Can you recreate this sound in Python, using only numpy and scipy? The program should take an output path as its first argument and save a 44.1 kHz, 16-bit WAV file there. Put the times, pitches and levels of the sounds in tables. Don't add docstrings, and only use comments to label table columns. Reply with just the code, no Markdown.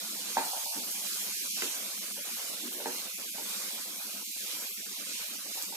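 import sys
import numpy as np
from scipy import signal
from scipy.fft import rfft, irfft
from scipy.io import wavfile
from scipy.ndimage import uniform_filter1d

SR = 44100
rng = np.random.default_rng(int(sys.argv[2]) if len(sys.argv) > 2 else 0)


def waveform_to_disk(signal):
    frames = np.transpose(np.atleast_2d(signal))
    scaled = np.clip(frames, -1, 1) * 32767
    samples = np.round(scaled).astype(np.int16)
    wavfile.write(sys.argv[1], SR, samples)


N = 254316
T = np.arange(N) / SR
FREQS_HZ = np.maximum(np.arange(N // 2 + 1) * SR / N, 1)

# (frequency [Hz], gain [dB])
RUSH_SPECTRUM = [(30, 6), (60, -20), (100, -40), (135, -23), (165, -8.5), (200, 6), (250, -1), (310, 1.5),
                 (450, -6.5), (800, -7.5), (1300, -6), (1900, -6.5), (2500, -1)]
# (frequency [Hz], depth scale [dB])
RUSH_PATCHES = [(250, 1.6), (550, 2.2), (1900, 2)]
# (time [s], sizzle level [dB], coarse bubbling offset [dB], fine spray offset [dB])
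FRY_LEVELS = [(0, -44, -5, 0), (0.36, -43.5, -6.5, -1), (0.48, -43.5, -6.5, 0.5), (1.4, -42.5, -7.5, 0),
              (2.0, -45, -5, 0.8), (2.75, -46.5, -5.5, 1.47), (3.999, -46, -5.5, 0.5),
              (5.77, -46.5, -6, 0.3)]
# (frequency [Hz], gain [dB])
SIZZLE_SPECTRUM = [(1500, -41), (1950, -7.5), (2400, 0), (2900, -2), (4200, 2), (5200, 2), (6400, 3),
                   (8000, 0.5), (9600, 8), (11500, 10), (13000, 9), (14200, 5), (15100, 8), (15800, -22)]
# (frequency [Hz], depth scale [dB])
SIZZLE_PATCHES = [(2300, 1.8), (3000, 2.8), (6000, 1.8), (9000, 1.8), (12500, 2.1)]
# (crest time [s], nominal length [s], surge [dB], shift from spray to bubbling [dB])
SPOON_STROKES = [(0.349, .15, 1.57, 2), (0.561, .26, 1.22, -1.12), (0.91, .1, 1, -1.26),
                 (1.142, .24, 1.64, 0.06), (1.621, .27, 3, 1.63), (2.42, .3, 2, 0.56),
                 (2.948, .19, 2.5, 1.5), (3.561, .29, 3.5, 0.5), (4.52, .24, 3, 0.5), (5.161, .2, 3, 1.67),
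                 (5.574, .15, 3, 0.1)]
# (frequency [Hz], relative level [dB], T60 [s])
PAN_MODES = [(273, -22, 0.2), (378.5, -7, 0.55), (463, -6, 0.24), (505, 2, 0.13), (617, 12, 0.11),
             (763, 1, 0.14), (846, 8.5, 0.32), (913, 9.5, 0.15), (971, 7, 0.19), (1000, 5, 0.14),
             (1533, 4, 0.18), (1560, 8, 0.21)]
# (frequency [Hz], relative level [dB])
BOTTOM_MODES = [(283, -0.5), (378, -1), (470, -4)]
# (time [s], wall ring [dB], bottom thud [dB], edge clack [dB])
SPOON_KNOCKS = [(0.3687, -12.5, -35, -28), (0.532, -27, -69, -56), (0.661, -32.5, -67, -53),
                (0.773, -39, -48, -66), (1.621, -37, -38, -29.5), (2.174, -48, -53, -58),
                (2.801, -38, -46, -51), (2.857, -23, -34, -37), (3.382, -34, -46.5, -55),
                (5.573, -36, -70, -57), (5.724, -36, -65, -58)]
# (time [s], length [s], relative level [dB], rumble pitch [Hz])
SPOON_PUSHES = [(0.424, 0.085, -41, 870), (0.545, 0.066, -45, 805), (0.736, 0.06, -52, 840),
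                (0.775, 0.035, -49.5, 292), (1.64, 0.038, -52.5, 352), (2.182, 0.02, -51, 597),
                (2.657, 0.061, -46, 301.5), (2.765, 0.055, -52.5, 320), (2.814, 0.055, -50, 540),
                (2.896, 0.037, -53, 450), (2.94, 0.042, -54, 297.4)]
# (time [s], length [s], low edge [Hz], high edge [Hz])
BAND_DIPS = [(0.53, 0.032, 150, 480), (0.532, 0.07, 1800, 2410), (0.592, 0.016, 100, 400),
             (0.703, 0.067, 99, 580), (0.688, 0.084, 1060, 2110), (0.815, 0.025, 860, 2110),
             (1.121, 0.079, 580, 1110), (1.339, 0.043, 250, 790), (1.388, 0.11, 522.4, 1420),
             (1.525, 0.08, 480, 2030), (2.002, 0.021, 297, 1850), (2.133, 0.028, 700, 1400),
             (2.223, 0.044, 280, 1210), (2.697, 0.031, 705, 1490), (3.16, 0.029, 230.4, 1730),
             (3.282, 0.039, 564, 1210), (3.319, 0.039, 301, 1950), (4.298, 0.12, 431, 1800),
             (4.342, 0.028, 99, 447), (4.42, 0.073, 710, 1240), (4.746, 0.11, 590, 1020),
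             (4.748, 0.057, 1480, 1950), (4.841, 0.034, 890, 1950), (5.042, 0.089, 720, 984),
             (5.151, 0.076, 553, 900), (5.409, 0.024, 350, 900), (5.536, 0.012, 150, 1400),
             (5.654, 0.015, 150, 795)]
# (time [s], relative level [dB])
DROP_SPITS = [(0.657, -27), (0.9144, -24), (1.171, -27), (1.6224, -26), (1.697, -26), (2.1534, -30),
              (2.7344, -27), (4.380, -27), (5.1234, -30), (5.3375, -30), (5.6243, -19.5)]
# (time [s], length [s], start pitch [Hz], end pitch [Hz], level [dB])
STEAM_WHISTLES = [(4.64, 0.22, 12200, 13100, -50), (5.589, 0.11, 13400, 12040, -52),
                  (5.662, 0.037, 11700, 11300, -56)]
# (frequency [Hz], left minus right [dB])
BALANCE = [(200, .7), (450, 1), (950, -2.6), (1300, -.5), (1600, -2), (2400, -.8), (3200, -5), (4400, -2.5),
           (5000, -5), (6500, -3.8), (8200, -4.3), (11000, -.3), (13300, 1.4), (15000, .3)]

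ROOM_T60_S, LEFT_LAG_SAMPLES, RIGHT_ECHO_LAG_S = 0.17, 6, 0.001225
DRYING_DB_PER_S = .5


def undb(db):
    return 10 ** (np.asarray(db) / 20)


def unit(x):
    return x / np.std(np.atleast_2d(x).mean(axis=0))


def colour(x, points):
    hz, db = np.transpose(points)
    return irfft(rfft(x) * undb(np.interp(np.log(FREQS_HZ), np.log(hz), db)), N)


def band(x, lo_hz, hi_hz, order=2):
    sos = signal.butter(order, [lo_hz, min(hi_hz, .48 * SR)], "band", fs=SR, output="sos")
    return signal.sosfilt(sos, x)


def add_at(out, at_s, x):
    i = int(at_s * SR)
    out[i:i + len(x)] += x[:N - i]


def swell(at_s, width_s):
    return np.cos(np.pi / 2 * np.clip((T - at_s) / width_s, -1, 1)) ** 2


def walk(rate_hz):
    hold = int(SR / rate_hz)
    steps = np.repeat(rng.standard_normal(N // hold + 2), hold)
    return 1.25 * uniform_filter1d(steps[rng.integers(hold):][:N], hold)


def bursts(per_s, spread_db):
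    size = undb(spread_db * np.minimum(rng.exponential(size=N), 5))
    return rng.poisson(per_s / SR, N) ** .5 * size * rng.choice([-1, 1], N)


def diffuse(n):
    mid, side = rng.standard_normal((2, n))
    coherence = .6 / (1 + (np.arange(n // 2 + 1) * SR / n / 900) ** 2)
    mid = irfft(rfft(mid) * np.sqrt(1 + coherence), n)
    side = irfft(rfft(side) * np.sqrt(1 - coherence), n)
    return np.array([mid + side, mid - side]) / np.sqrt(2)


def kitchen(x, wet_db, echo_db=-9, echo_s=0.0093):
    t = T[:SR // 2]
    tail = diffuse(len(t)) * undb(-60 * t / ROOM_T60_S) * np.clip(t / 0.0061, 0, 1)
    response = undb(wet_db) * tail / np.sqrt(np.sum(tail[0] ** 2))
    response[[0, 1], [LEFT_LAG_SAMPLES, 0]] += 1
    response[[0, 1], [int(echo_s * SR), int((echo_s + RIGHT_ECHO_LAG_S) * SR)]] += undb(echo_db)
    return signal.fftconvolve(x[None], response, axes=1)[:, :N]


def surges():
    out = 0
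    for at_s, length_s, surge_db, shift_db in SPOON_STROKES:
        shape = swell(at_s, length_s * np.where(T < at_s, .85, 1.2))
        out = out + np.outer([surge_db, shift_db], shape)
    return out


def shifting_patches(x, depths, width_hz, life_s, size=1024):
    hz, _, frames = signal.stft(x, SR, nperseg=size, noverlap=size - size // 4)
    across_bins = np.exp(-(np.arange(-12, 13) * SR / size / width_hz) ** 2)
    across_frames = np.exp(-(np.arange(-24, 25) * size / 4 / SR / life_s) ** 2)
    patch = np.outer(across_bins, across_frames)
    field = signal.fftconvolve(rng.standard_normal(frames.shape[1:]), patch / np.linalg.norm(patch), "same")
    depth_db = np.interp(hz, *np.transpose(depths))[:, None]
    gain = undb(2 * (1 - np.exp(-field / 2)) * depth_db)
    gain /= np.sqrt(np.mean(gain ** 2, axis=1, keepdims=True))
    return signal.istft(frames * gain, SR, nperseg=size, noverlap=size - size // 4)[1][:, :N]


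def rush():
    surge_db, _ = surges()
    murmur_db = -57.5 + 0.035 * surge_db - 0.14 * (T - T.mean())
    food_db = 0.92 * surge_db - DRYING_DB_PER_S * (T - T.mean())
    noise = colour(diffuse(N), RUSH_SPECTRUM)
    murmur = unit(band(noise, 25.5, 520, order=5)) * undb(murmur_db)
    rustle = unit(band(noise, 469, 1916, order=5)) * undb(-55 + food_db + .7 * walk(rate_hz=45))
    partings = band(bursts(per_s=70, spread_db=4.5), 980, 7200)
    ticks = unit(kitchen(partings, wet_db=-2)) * undb(-64 + food_db)
    hum = undb(-70 + 4 * walk(rate_hz=11)) * np.sin(2 * np.pi * 200 * T)
    return murmur + rustle + ticks + hum


def sizzle():
    times_s, *columns = np.transpose(FRY_LEVELS)
    fry_db, coarse_db, fine_db = (np.interp(T, times_s, c) for c in columns)
    surge_db, shift_db = surges()
    bubbling_db = fry_db + coarse_db + surge_db + shift_db
    spray_db = fry_db + fine_db + .75 * (surge_db - shift_db)
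    sizes = [(1863, 4244, 5600, bubbling_db), (4195, 8660, 8000, fry_db + surge_db),
             (8870, 10800, 8500, spray_db - 5), (10800, 14700, 8200, spray_db - 1.5)]
    out = 0
    for lo_hz, hi_hz, base_per_s, db in sizes:
        density = undb(db - db.mean())
        direct = unit(bursts(base_per_s * density, spread_db=3.5) / np.sqrt(density))
        reflected = diffuse(N) * np.sqrt(uniform_filter1d(direct ** 2, int(0.025 * SR)) + 1e-9)
        crackle = np.array([np.roll(direct, LEFT_LAG_SAMPLES), direct]) + undb(5) * reflected
        crackle = colour(band(crackle, lo_hz, hi_hz, order=6), SIZZLE_SPECTRUM)
        out = out + unit(crackle) * undb(db + 0.15 * walk(rate_hz=36))
    return out


def bubbles(count=420, lo_hz=2105, hi_hz=6280, decay_cycles=15.8, glide=0.017):
    out, t = np.zeros(N), T[:SR // 30]
    for when, pitch, size in rng.random((count, 3)):
        cycles = lo_hz * (hi_hz / lo_hz) ** pitch * t
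        age = cycles / decay_cycles
        pop = np.sin(2 * np.pi * cycles * (1 + glide * age)) * np.exp(-age)
        add_at(out, when * N / SR, undb(10 * size) * pop)
    surge_db, _ = surges()
    return unit(kitchen(out, wet_db=4)) * undb(-58 + surge_db - DRYING_DB_PER_S * (T - T.mean()))


def spatter():
    surge_db, _ = surges()
    cracks = band(bursts(per_s=45, spread_db=1.6), 4500, 13500)
    return unit(kitchen(cracks, wet_db=-4, echo_db=-15)) * undb(-58 + surge_db)


def pan_ring(drift=.012):
    t = T[:SR // 2]
    detunes = 1 + drift * rng.standard_normal(len(PAN_MODES))
    return sum(undb(db - 60 * t / t60_s) * np.sin(2 * np.pi * hz * detune * t)
               for (hz, db, t60_s), detune in zip(PAN_MODES, detunes))


def knocks(bottom_rise_s=0.0079, rattle_decay_s=0.029):
    ring = undb(-31) * pan_ring()
    t = T[:len(ring)]
    clack = np.sin(2 * np.pi * 880 * t) * np.exp(-(t / 0.0047) ** 2)
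    thud = sum(undb(db) * np.sin(2 * np.pi * hz * t) for hz, db in BOTTOM_MODES)
    thud *= t / bottom_rise_s * np.exp(1 - t / bottom_rise_s)
    out = np.zeros(N)
    for at_s, wall_db, bottom_db, edge_db in SPOON_KNOCKS:
        hardness = undb(np.clip(edge_db - wall_db + 5, 0, 5))
        crack = undb(1) * hardness ** 3 * rng.standard_normal(len(t)) * np.exp(-t / .003)
        rattle = undb(-6.5) * rng.standard_normal(len(t)) * np.exp(-t / rattle_decay_s)
        blow = ring + clack + rattle
        wall = band(blow, 515, 1060)
        bottom = band(blow + undb(-18.5) * thud, 200, 520, order=4)
        edge = band(blow + crack, 1074, 2000 * hardness, order=3)
        parts = np.array([part / np.abs(part).max() for part in (wall, bottom, edge)])
        add_at(out, at_s, undb([wall_db - 2.5, bottom_db + 3, edge_db + 8]) @ parts)
    return kitchen(out, wet_db=-2, echo_db=-13.5, echo_s=0.012)


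def stirring(slips_per_s=900):
    out = 0
    for at_s, length_s, db, hz in SPOON_PUSHES:
        pressure = swell(at_s, length_s)
        rumble = pressure * band(bursts(slips_per_s, spread_db=0.5), hz / 1.214, hz * 1.15)
        out = out + undb(db) * rumble * np.linalg.norm(pressure) / np.linalg.norm(rumble)
    ring = signal.fftconvolve(out, pan_ring())[:N]
    return kitchen(undb(-1.5) * out + undb(-5.5) * unit(ring) * np.std(out), wet_db=0)


def dips(x, floor_db=-24, edge_s=.02):
    spectrum = rfft(x)
    for at_s, length_s, lo_hz, hi_hz in BAND_DIPS:
        part = irfft(spectrum / (1 + (lo_hz / FREQS_HZ) ** 16) / (1 + (FREQS_HZ / hi_hz) ** 16), N)
        window = np.clip((length_s / 2 - np.abs(T - at_s)) / edge_s + .5, 0, 1)
        x = x - (1 - undb(floor_db)) * window * part
    return x


def spits(crack_decay_s=.0005, spray_decay_s=.012):
    out, t = np.zeros(N), T[:SR // 20]
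    envelope = np.exp(-t / crack_decay_s) + .045 * np.exp(-t / spray_decay_s)
    for at_s, db in DROP_SPITS:
        crack = band(rng.standard_normal(len(t)) * envelope, 5500, 13000)
        add_at(out, at_s, undb(db) * crack / np.abs(crack).max())
    return undb(2) * kitchen(out, wet_db=-4, echo_db=-13)


def steam():
    out = 0
    for at_s, length_s, start_hz, end_hz, db in STEAM_WHISTLES:
        hz = np.interp(T, [at_s - length_s / 2, at_s + length_s / 2], [start_hz, end_hz])
        flutter = unit(band(rng.standard_normal(N), 25, 490))
        out = out + undb(db) * swell(at_s, length_s) * flutter * np.sin(2 * np.pi * np.cumsum(hz) / SR)
    return kitchen(out, wet_db=8.5)


def suppressor(x, threshold_db=-0.5, slope=3.4, floor_db=-10.5, top_hz=2050, size=768):
    hz, _, frames = signal.stft(x, SR, nperseg=size, noverlap=size - size // 4)
    power = uniform_filter1d(np.abs(frames.mean(axis=0)) ** 2, size=5, axis=0)
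    db = 10 * np.log10(np.abs(uniform_filter1d(power, size=3, axis=1)) + 1e-18)
    margin_db = db - np.median(db, axis=1, keepdims=True) - threshold_db
    cut_db = np.clip(slope * margin_db, floor_db, 0) * (hz < top_hz)[:, None]
    return signal.istft(frames * undb(cut_db), SR, nperseg=size, noverlap=size - size // 4)[1][:, :N]


def scene():
    bed = shifting_patches(rush(), RUSH_PATCHES, width_hz=120, life_s=.017)
    bed += shifting_patches(sizzle(), SIZZLE_PATCHES, width_hz=110, life_s=.035)
    bed += bubbles()
    mix = dips(bed) + spatter() + spits() + steam() + knocks() + stirring()
    hz, db = np.transpose(BALANCE)
    return np.array([colour(x, np.transpose([hz, side * db / 2])) for x, side in zip(mix, (1, -1))])


def record(dry):
    low_cut_hz, top_hz = 134, 15700
    high_pass = signal.butter(3, low_cut_hz, "high", fs=SR, output="sos")
    low_pass = signal.ellip(10, .2, 80, top_hz, fs=SR, output="sos")
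    return signal.sosfilt(low_pass, signal.sosfilt(high_pass, suppressor(dry)))


dry = scene()
out = record(dry)
waveform_to_disk(out)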